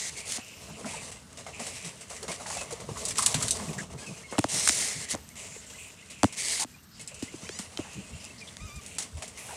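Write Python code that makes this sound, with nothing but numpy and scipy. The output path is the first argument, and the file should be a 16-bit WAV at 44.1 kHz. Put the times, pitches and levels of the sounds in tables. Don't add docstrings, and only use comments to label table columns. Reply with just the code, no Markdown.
import sys
import numpy as np
from scipy import signal
from scipy.fft import rfft, irfft, next_fast_len
from scipy.io import wavfile
from scipy.ndimage import uniform_filter1d, map_coordinates

SR = 44100
rng = np.random.default_rng(int(sys.argv[2]) if len(sys.argv) > 2 else 0)


def int16_out(signal):
    q = np.round(np.clip(np.atleast_2d(signal).T, -1, 1) * 32767)
    wavfile.write(sys.argv[1], SR, q.astype(np.int16))


def rack_gain(trim_db):
    fader = np.asarray(trim_db, float)
    return 10 ** (fader / 20)


N = 421596

# t/s, idle fidgeting level/dB, weight on the boards level/dB
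LITTER = [(0, -41, -3), (.45, -55, -7), (.85, -50.5, 0.5), (1.25, -58.5, -3.5), (1.7, -50.5, -3),
          (2.05, -54.5, -8), (2.45, -48, -0.5), (2.8, -51.5, -1), (3.4, -77, 3.5), (3.85, -57, 2.5),
          (4.25, -57.5, -5.5), (4.75, -33.5, -2), (5.25, -58, -6), (6.0, -56.5, -7), (6.7, -57, -8),
          (6.87, -68.5, -9), (7.0, -58, -8), (7.4, -50.5, -4), (8.1, -53, -4.5), (9.56, -55.5, -5)]
# f/Hz, level/dB
DRY_STALKS = [(1470, -16), (2500, -8), (4210, -6), (5350, -7), (6250, -5), (8270, -1.5), (9220, -6),
              (9890, -6), (10200, -10), (11300, -19.5), (14200, -29), (16000, -41)]


def unit(x):
    return x / np.sqrt(np.mean(x ** 2) + 1e-20)


def along(points, hz):
    f, db = np.transpose(points)
    return rack_gain(np.interp(np.log(hz + 1), np.log(f + 1), db))


def curves(rows):
    s, *columns = np.transpose(rows)
    return [np.interp(np.arange(N) / SR, s, column) for column in columns]


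def wobble(rate):
    knots = rng.standard_normal(int(N * rate / SR) + 4)
    return map_coordinates(knots, [np.arange(N) * rate / SR])


def filtered(x, response):
    m = next_fast_len(len(x) + 8192)
    return irfft(rfft(x, m) * response(np.fft.rfftfreq(m, 1 / SR)), m)[:len(x)]


def peak(f, hz, width):
    return 1j * f * width / (hz * hz - f * f + 1j * f * width)


def add(track, s, sound):
    part = track[round(s * SR):][:len(sound)]
    part += sound[:len(part)]


def grainy(count, spread_db, hold):
    steps = rng.normal(0, spread_db, count // hold + 1)
    return rng.standard_normal(count) * rack_gain(np.repeat(steps, hold)[:count])


def scratch(colour, grain_db, grain_rate, patchy_db):
    z = signal.stft(rng.standard_normal(N + 512), nperseg=512)[2]
    field = uniform_filter1d(rng.standard_normal(z.shape), size=8, axis=0)
    field = uniform_filter1d(field, size=24, axis=1)
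    noise = signal.istft(z * rack_gain(patchy_db * unit(field)), nperseg=512)[1][:N]
    return unit(filtered(noise * rack_gain(grain_db * wobble(grain_rate)), colour))


def voice(seconds, hz, db, tilt_db, count):
    t = np.arange(seconds[0], seconds[-1], 1 / SR)
    waver = unit(uniform_filter1d(rng.standard_normal(len(t)), size=150))
    phase = 2 * np.pi * np.cumsum(np.interp(t, seconds, hz) * (1 + 0.007 * waver)) / SR
    k = np.arange(1, count + 1)[:, None]
    flicker = unit(uniform_filter1d(rng.standard_normal((count, len(t))), size=600, axis=1))
    tilt = (tilt_db + 0.5 * flicker) * np.log2(k)
    levels = rack_gain(np.interp(t, seconds, db) + tilt + 1.6 * flicker)
    ends = np.clip(np.minimum(t - t[0], t[-1] - t) / 0.01, 0, 1)
    sounding = k * np.max(hz) < SR / 3
    return np.sqrt(2) * ends * np.sum(levels * sounding * np.sin(k * phase), axis=0)


def kits():
    # start t/s, length t/s, starting f/Hz, glide f/Hz,
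    # level/dB
    peep_calls = [(1.19, .12, 10350, -750, -47), (1.163, .024, 2070, -20, -58),
                  (2.278, 0.04, 2190, -25, -49), (2.52, 0.022, 2580, -15, -50),
                  (2.578, 0.063, 2640, -100, -45.5), (3.68, 0.022, 2630, -200, -49),
                  (4.06, 0.044, 2660, -200, -47), (4.226, .018, 1700, 480, -54),
                  (4.236, .036, 2190, -30, -52), (4.315, 0.06, 2170, -50, -54),
                  (3.983, .022, 2540, -40, -52), (4.135, .03, 2520, -30, -56), (2.54, .03, 2300, 100, -54),
                  (7.885, .06, 2560, 100, -56), (7.812, .02, 2850, 100, -55), (5.72, 0.026, 1100, 850, -53),
                  (5.742, .02, 2000, 60, -53), (5.305, .03, 2200, -20, -60), (5.335, .02, 1400, -100, -58),
                  (6.018, 0.026, 1900, 400, -54), (6.738, 0.022, 2440, 5, -56),
                  (6.778, 0.022, 2500, 500, -58), (6.992, .025, 2150, 10, -54),
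                  (6.992, .025, 2580, 10, -57), (7.075, 0.048, 1500, 700, -62),
                  (7.273, 0.025, 1900, 350, -49), (7.425, .04, 1250, 350, -59),
                  (7.447, .035, 1750, 1100, -53), (8.04, 0.055, 2550, -30, -55),
                  (8.301, 0.018, 2640, -5, -45.5), (8.408, 0.034, 2530, -280, -50),
                  (7.486, .014, 3250, -100, -42), (7.768, .016, 3150, -100, -39)]
    # brightness [dB per octave], then rows of t/s, pitch f/Hz, level/dB
    squeal_calls = [
        (6, [(7.41, 690, -79), (7.44, 750, -77), (7.47, 775, -77), (7.5, 820, -73), (7.52, 890, -70), (7.56, 995, -69), (7.6, 1045, -71), (7.62, 1010, -73), (7.645, 940, -74)]),
        (-2, [(3.99, 1620, -58), (4.01, 1570, -58), (4.03, 1700, -54), (4.045, 1650, -56), (4.065, 1480, -60)]),
        (-1, [(4.283, 1075, -57), (4.3, 1060, -56), (4.315, 930, -60)]),
        (4, [(7.375, 850, -70), (7.405, 845, -71)]),
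        (-2.5, [(8.595, 1130, -59), (8.62, 1235, -56), (8.66, 1270, -56), (8.685, 1195, -59), (8.705, 1165, -59), (8.735, 1200, -57), (8.765, 1235, -56), (8.79, 1190, -57), (8.81, 1100, -63)]),
    ]
    track = np.zeros(N)
    for start, length, hz, glide_hz, db in peep_calls:
        peep = voice([start, start + length], [hz, hz + glide_hz], [db, db - 3], -12, count=2)
        add(track, start, peep)
    for tilt_db, call in squeal_calls:
        s, hz, db = np.transpose(call)
        add(track, s[0], voice(s, hz, db, tilt_db, count=11))

    t = np.arange(SR // 10) / SR
    walls = rng.standard_normal(len(t)) * rack_gain(-60 * t / 0.14)
    wet = track + rack_gain(-8) * signal.fftconvolve(track, walls / np.linalg.norm(walls))[:N]

    def mouth(f):
        colour = (1 + 0.45 * peak(f, 2450, 900)) * (1 - 0.35 * peak(f, 3800, 900))
        return colour / (1 + (f / 7800) ** 10)

    return filtered(wet, mouth)


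def wheezes():
    # start t/s, length t/s, level/dB, throat f/Hz
    cries = [(0, 0.11, -46, 2050), (0.15, 0.064, -48, 2190), (0.2, 0.081, -49, 2350),
             (0.276, 0.093, -50, 2520), (0.359, 0.19, -50, 2680), (0.54, 0.24, -55, 2700),
             (0.425, 0.32, -58.5, 5450), (0.859, 0.16, -46, 2490), (1.529, 0.39, -49.5, 2490),
             (3.778, 0.038, -38.5, 1740), (4, 0.27, -60.5, 2460), (5.364, 0.21, -54, 2410),
             (5.78, 0.13, -49.5, 2600), (5.971, 0.062, -53.5, 2680), (6.081, 0.37, -52.5, 2530),
             (6.909, 0.15, -58.5, 4850), (7.082, 0.27, -55, 2600), (7.781, 0.27, -52.5, 2630),
             (8.128, 0.16, -51, 2680), (8.198, 0.076, -52, 5070), (8.378, 0.043, -49.5, 4770),
             (8.47, 0.029, -48.5, 3400), (5.362, 0.25, -49, 7140), (5.662, 0.083, -53, 7350),
             (5.787, 0.11, -51, 8100), (4.499, 0.6, -49.5, 2050), (6.375, 0.26, -43.5, 2170),
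             (8.808, 0.1, -56, 2460), (8.908, 0.07, -50.5, 2580), (9.381, 0.23, -54, 2500)]
    nose_hz, nose_width_hz, nose_db, fade_db = 7240, 690, -8, 0.5
    track = np.zeros(N + SR)
    for s, length, db, hz in cries:
        t = np.arange(round(length * SR)) / SR
        nose = lambda f: rack_gain(nose_db) * peak(f, nose_hz, nose_width_hz) ** 2
        breath = filtered(rng.standard_normal(2 * SR // 3), lambda f: peak(f, hz, 0.26 * hz) ** 2 + nose(f))
        ends = np.clip(np.minimum(t, length - t) / 0.0059, 0, 1)
        add(track, s, rack_gain(db - fade_db * t / length) * ends * unit(breath)[:len(t)])
    return track[:N] * rack_gain(1.2 * wobble(35))


def straw():
    # start t/s, length t/s, rustle level/dB, swell over the drag level/dB
    crawls = [(0, 0.1, -37, 1.5), (0.167, .087, -40, -15), (0.253, 0.072, -43, 12.5),
              (0.321, 0.054, -29.5, -7), (0.857, 0.25, -42, -3.5), (1.595, 0.3, -39.5, -10),
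              (2.099, 0.16, -44.5, -17), (2.28, 0.085, -41, -1.5), (2.465, 0.17, -36, -10.5),
              (2.884, 0.14, -50, 11), (3.023, .027, -44.5, 0), (3.047, 0.065, -43.5, 2),
              (3.117, 0.081, -44, 2), (3.171, 0.16, -32.5, -4), (3.29, 0.19, -42.5, 7),
              (3.493, 0.082, -46, 9.5), (3.578, 0.15, -42, -3.5), (3.979, 0.26, -47.5, -7),
              (4.311, 0.14, -45, -2), (4.486, 0.061, -37, 8.5), (4.545, 0.35, -27.5, -6),
              (4.835, 0.22, -33.5, -6), (5.083, 0.028, -46.5, 17), (5.109, 0.0294, -27, -9),
              (5.356, 0.59, -45.5, -17), (3.902, 0.039, -50.5, 1), (6.325, 0.027, -38, -8),
              (6.357, 0.019, -48.5, 14), (6.927, 0.085, -65, 7), (6.373, 0.02, -39.5, 11),
              (6.392, 0.21, -31.5, -1), (6.598, 0.042, -26, -3.5), (7.319, 0.3, -69, -7),
              (8.813, 0.16, -50, -12), (9.373, 0.27, -47.5, -4.5)]
    # t/s, level/dB
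    kicks = [(.375, -48), (1.116, -39.5), (1.373, -44), (1.465, -44), (1.6, -49), (1.93, -63),
             (2.009, -44.5), (2.165, -44.5), (4.065, -42), (1.847, -38), (2.363, -53), (2.638, -44.5),
             (2.707, -40.5), (2.802, -41.5), (2.973, -38.5), (3.781, -37.5), (4.681, -28), (5.7, -47),
             (6.101, -46), (4.17, -52), (3.995, -50), (6.242, -38), (6.994, -47), (3.73, -38.5),
             (7.224, -42), (7.593, -36.5), (7.774, -45.5), (7.93, -49), (2.4, -47), (8.2, -54), (8.39, -55),
             (8.472, -54), (8.984, -32.5), (9.171, -48), (9.223, -38.5)]
    # f/Hz, width f/Hz, lift level/dB
    pockets = [(2050, 1400, -7), (5950, 2700, 3.5), (7950, 990, 0), (10170, 630, 1.5)]
    # f/Hz, width f/Hz
    throat = [(2100, 600), (2750, 700)]
    # f/Hz, width f/Hz, level/dB
    box_modes = [(430, 60, 2), (650, 110, 1), (900, 200, -3), (1180, 260, -4)]
    settle_s = 0.24
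    rest_db, wheeze_lag, hollow_lag = -49.5, 0.45, 0.88
    strain_db, mouth_open, mouth_shuts = -4.5, 0.51, 0.014

    t = np.arange(N) / SR
    idle_db, weight_db = curves(LITTER)
    power = rack_gain(2 * idle_db)
    for s, length, db, swell_db in crawls:
        add(power, s, rack_gain(2 * (db + swell_db * t[:round(length * SR)] / length)))
    for s, db in kicks:
        add(power, s, rack_gain(2 * (db - 60 * t[:SR // 2] / settle_s)))
    level = np.sqrt(np.abs(uniform_filter1d(power, size=100)))
    above_db = np.clip(20 * np.log10(level) - rest_db, 0, None)
    jerks = 1.3 * wobble(30)

    def heap(f):
        lifts = [1 + (rack_gain(db) - 1) * np.abs(peak(f, hz, w)) ** 2 for hz, w, db in pockets]
        return along(DRY_STALKS, f) * np.prod(lifts, axis=0)

    def box(f):
        modes = sum((-1) ** k * rack_gain(db) * peak(f, hz, w) for k, (hz, w, db) in enumerate(box_modes))
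        return modes / (1 + (f / 1700) ** 4)

    hiss = rack_gain(jerks) * scratch(heap, grain_db=2, grain_rate=900, patchy_db=1.3)
    closed, opened = [scratch(lambda f: peak(f, hz, w) ** 2 + 0.4 * peak(f, 2600, 2600) ** 2,
                              grain_db=1.5, grain_rate=200, patchy_db=2) for hz, w in throat]
    turn = np.clip(mouth_open - mouth_shuts * above_db, 0, 1) * np.pi / 2
    breath = np.cos(turn) * closed + np.sin(turn) * opened
    hoarse = rack_gain(strain_db - wheeze_lag * above_db + jerks) * breath
    body = scratch(box, grain_db=1.2, grain_rate=40, patchy_db=1.2)
    hollow = rack_gain(weight_db - hollow_lag * above_db + jerks) * body
    return level * (hiss + hoarse + hollow)


def snaps():
    # t/s, peak level/dB, low share level/dB
    breaks = [(1.1179, -38, -18), (1.6666, -19, -20), (2.2288, -19.5, -27), (2.2805, -28, -11.5),
              (2.5701, -21, -17), (3.052, -10, -45), (3.1555, -24, -14), (3.1827, -3.5, -29),
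              (3.2615, 1, -31), (3.3428, -7.5, -17.5), (3.4815, -9, -26.5), (3.5079, -2.5, -49),
              (7.0748, -19.5, -35), (7.2255, -25, -24), (7.5887, -17.5, -22), (8.8618, -23, -32),
              (8.986, -15, -27), (9.0224, -18, -24), (9.2226, -26.5, -11.5), (9.2783, -24, -31)]
    # t/s, peak level/dB, low share level/dB
    bends = [(2.314, -20, -13.5), (2.5, -24, -29), (2.607, -19, -22), (2.722, -19.5, -25),
             (3.082, -11, -35), (3.105, -14, -20), (3.221, -6.5, -30), (3.423, -8, -31), (6.104, -27, -35),
             (6.832, -40, -35), (7.008, -24, -33), (7.142, -26, -33), (7.194, -31, -35), (7.928, -35, -30),
             (8.04, -34, -25), (8.756, -29, -32)]
    # t/s, peak level/dB, low share level/dB
    claw_ticks = [(0.392, -22, -15), (.447, -24, -35), (.482, -25, -35), (.515, -35, -25),
                  (8.9845, -7, -26), (1.33, -27, -33), (1.5469, -28, -22), (4.382, -11, -11),
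                  (4.3883, -7, -17), (4.3915, -1, -19.5), (3.2612, -3, -33), (3.3455, -6, -24),
                  (3.5077, -4, -43), (4.4412, -13.5, -9), (4.4455, -18, -20), (4.6752, 6, -22),
                  (4.6768, -2, -15), (4.689, 5, -29), (4.6935, -1, -10.5), (5.143, -17, -12),
                  (5.1505, -14.5, -18.5), (5.2898, -21, -38), (6.2322, 3, -21), (6.242, -8.5, -9.5),
                  (7.4915, -24.5, -4), (7.7737, -27.5, 1.5), (8.5687, -19, -19), (6.647, -28, -10),
                  (8.2435, -19, -35), (8.2508, -19, -33), (8.449, -36, -40)]
    high, low, t = np.zeros(N), np.zeros(N), np.arange(SR // 6) / SR
    tick = (1 - np.exp(-t / 0.0004)) * rack_gain(-60 * t / 0.0055)
    snap = (1 - np.exp(-t / 0.00055)) * (0.46 * rack_gain(-60 * t / 0.01) + 0.3 * rack_gain(-60 * t / 0.11))
    scuff = (1 - np.exp(-t / 0.004)) * rack_gain(-60 * t / 0.07)
    kinds = [(breaks, snap, 0.25), (bends, 0.68 * scuff, 0), (claw_ticks, 0.92 * tick, 0.9)]
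    for events, shape, crack in kinds:
        size = np.linalg.norm(shape)
        for s, db, low_db in events:
            stub = np.sin(2 * np.pi * rng.uniform(3500, 10500, (3, 1)) * t).sum(axis=0)
            burst = shape * (grainy(len(t), 3, 24) + 0.28 * stub)
            burst[np.argmax(shape)] += crack * size
            add(high, s, rack_gain(db) * burst * size / np.linalg.norm(burst))
            add(low, s, rack_gain(db + low_db) * shape * rng.standard_normal(len(t)))

    def crisp(f):
        return along(DRY_STALKS, f) ** 1.25 / (1 + (3000 / (f + 1)) ** 4) + rack_gain(-35) * peak(f, 11800, 5000)

    dull = lambda f: peak(f, 2460, 6000) ** 2 / (1 + (f / 9000) ** 4)
    return rack_gain(3) * filtered(high, crisp) + rack_gain(15.5) * filtered(low, dull)


def crunches():
    # t/s, peak level/dB, f/Hz
    crushed = [(0.377, -35.5, 781), (0.685, -41, 840), (0.844, -30.5, 920), (1.464, -33, 697),
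               (1.592, -31, 650), (1.847, -34, 590), (2.101, -33, 660), (2.206, -43, 557),
               (2.227, -31, 600), (2.28, -23.5, 625), (2.396, -35, 670), (2.458, -30.5, 877),
               (2.501, -26.5, 1010), (2.61, -29, 630), (2.706, -31, 676), (2.8, -31.5, 626),
               (2.889, -28, 457), (3.263, -26.5, 990), (3.407, -35, 673), (3.597, -30, 1010),
               (3.931, -33, 446), (4.324, -25.5, 593), (5.141, -30.5, 490), (6.762, -51, 1010),
               (7.116, -41, 560), (7.588, -37, 961), (7.655, -63, 673), (7.845, -33, 940),
               (8.983, -36, 910), (9.023, -52, 912), (9.489, -31, 910)]
    fall_s, trim_db = 0.22, -10.5
    track, t = np.zeros(N + SR), np.arange(SR // 8) / SR
    for s, db, hz in crushed:
        cavity = lambda f: peak(f, hz, 0.5 * hz) ** 2 + 0.47 * peak(f, 1.52 * hz, hz) ** 2
        ring = filtered(grainy(len(t), 4, 128), cavity)
        add(track, s, rack_gain(db + trim_db - 60 * t / fall_s) * (1 - np.exp(-t / 0.00068)) * unit(ring))
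    return track[:N]


def creaks():
    rubs = [
        (8.875, .1, 220, 90, -53, 8400),
        (9.385, .17, 330, 110, -53, 10000),
        (5.89, .07, 160, 90, -59, 7000),
    ]
    track = np.zeros(N + SR)
    for s, length, first_rate, last_rate, db, hz in rubs:
        turns = np.cumsum(np.linspace(first_rate, last_rate, round(length * SR))) / SR
        slips = np.diff(np.floor(turns), prepend=0) * rack_gain(rng.normal(0, 2, len(turns)))
        add(track, s, rack_gain(db) * unit(filtered(slips, lambda f: peak(f, hz, 0.25 * hz) ** 2)))
    return track[:N]


def boards():
    # t/s, peak level/dB, hard-contact share level/dB, board f/Hz
    knocks = [(0.382, -30, -2, 226), (3.343, -25.5, 4, 183), (4.321, -31, -22, 202),
              (4.3825, -10.5, -1.5, 234), (4.39, -14, -0.5, 290), (4.4419, -18.5, 8.5, 287),
              (4.693, -26, -4, 282), (5.135, -25.5, -5, 190), (5.146, -25.5, 3.5, 300),
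              (5.561, -36.5, -20, 424), (6.232, -9, 2.5, 250), (6.242, -7.5, 0.5, 238),
              (6.645, -31, 2.5, 266), (7.224, -20.5, -40, 255), (7.339, -27.5, -19, 304),
              (7.428, -31, -22, 178), (7.492, -27, -25, 400), (7.592, -27.5, -4.5, 191),
              (7.789, -19.5, -10, 304)]
    # f/Hz, width f/Hz
    panels = [(80, 49), (135, 120), (205, 108)]
    hums = [scratch(lambda f: peak(f, hz, w) ** 2, grain_db=1.5, grain_rate=30, patchy_db=1)
            for hz, w in panels]
    hum_db = -49 + curves(LITTER)[-1]
    track = rack_gain(hum_db) * unit(hums[0] + hums[1] + hums[2])
    blow = np.zeros(SR // 10)
    blow[0] = 1
    spread = lambda f: np.exp(-2j * np.pi * 1.68 * np.log(1 + f / 140))
    hard = filtered(blow, lambda f: spread(f) * peak(f, 628, 540) ** 2)
    for s, db, hard_db, board_hz in knocks:
        board = lambda f: peak(f, board_hz, 0.5 * board_hz) ** 2 + 0.5 * peak(f, 112, 105) ** 2
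        soft = filtered(blow, lambda f: spread(f) * board(f))
        knock = soft / np.abs(soft).max() + rack_gain(hard_db) * hard / np.abs(hard).max()
        add(track, s, rack_gain(db - 4.5) * knock)
    return track


def shoves():
    # centre t/s, level/dB, board f/Hz
    pushes = [(.14, -48.5, 140), (.715, -47, 169), (.861, -40.5, 216), (7.03, -52, 138), (1.611, -45, 230),
              (1.866, -45, 167), (2.302, -43, 190), (2.91, -37, 122.5), (3.145, -46, 157),
              (3.365, -30.5, 133), (3.44, -37, 136), (3.63, -40.5, 198), (3.7, -34.5, 181),
              (3.795, -37, 165), (3.956, -43, 131), (4.1, -37, 162), (4.563, -37, 152), (4.988, -41, 138),
              (7.984, -38.5, 167), (8.135, -37.5, 81), (8.637, -37.5, 74), (8.76, -37.5, 77),
              (9.167, -35.5, 80.5)]
    # centre t/s, level/dB, f/Hz
    nudges = [(.811, -43, 430), (.871, -41.5, 610), (.948, -42.5, 894), (1.486, -45, 690),
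              (1.607, -39.5, 656), (1.675, -44.5, 625), (2.112, -53, 670), (2.237, -41.5, 414),
              (2.303, -43, 430), (2.412, -41.5, 740), (2.488, -44, 660), (2.576, -38.5, 656),
              (2.731, -37.5, 445), (2.812, -46, 430), (2.973, -40, 1100), (3.195, -29.5, 1150),
              (3.235, -35.5, 1080), (3.429, -39, 1320), (6.605, -41.5, 780), (6.63, -37, 950),
              (4.33, -46, 390), (7.8, -40, 600), (9.234, -44, 690), (9.53, -46, 730)]
    track = np.zeros(N + SR)
    for events, length, looseness in [(pushes, 0.095, 0.45), (nudges, 0.046, 0.3)]:
        n = round(length * SR)
        for s, db, hz in events:
            width = looseness * hz
            modes = lambda f: peak(f, hz, width) ** 2 + 0.27 * peak(f, 1.71 * hz, width) ** 2
            ring = filtered(rng.standard_normal(SR // 4), modes)[-n:]
            add(track, s - length / 2, rack_gain(db) * unit(ring) * np.hanning(n))
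    return track[:N]


def insect():
    # start t/s, end t/s, level/dB
    trills = [
        (.4, .72, -66),
        (3.55, 3.8, -67),
        (5.15, 5.4, -65),
        (5.68, 5.96, -69),
        (6.65, 6.95, -66),
        (8.65, 8.89, -68),
    ]
    # f/Hz, width f/Hz, level/dB
    wing = [(12800, 700, 0), (13350, 600, -1)]
    t = np.arange(N) / SR
    strokes = (1 + 0.8 * np.sin(2 * np.pi * 91 * t)) * rack_gain(wobble(40)) * rng.standard_normal(N)
    ring = unit(filtered(strokes, lambda f: sum(rack_gain(db) * peak(f, hz, w) ** 2 for hz, w, db in wing)))
    return ring * sum(rack_gain(db) * np.clip(np.minimum(t - a, b - t) / 0.025, 0, 1) for a, b, db in trills)


def shed_air():
    # f/Hz, level/dB
    air_colour = [(25, -27), (70, -4), (200, -10), (700, -16.5), (1500, -7.5), (2500, -21), (3700, -13.5),
                  (6000, -15), (10500, -48), (13500, -20), (15500, -55), (16500, -70)]
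    return rack_gain(-61) * scratch(lambda f: along(air_colour, f), grain_db=1, grain_rate=200, patchy_db=1)


def scene():
    animals = kits() + wheezes()
    stalks = straw() + snaps() + crunches() + creaks()
    wood = boards() + shoves()
    return (animals + stalks + wood + insect() + shed_air())[None]


def roll_off(x):
    return signal.sosfilt(signal.butter(12, 16470, fs=SR, output="sos"), x)


def record(dry):
    def tone_limits(f):
        return np.where(f < 15830, 1, 0.05) * (f < 16480) / (1 + (26 / (f + 1)) ** 4)

    heard = filtered(dry[0], tone_limits)
    return roll_off(heard[None])


dry = scene()
out = record(dry)
int16_out(out)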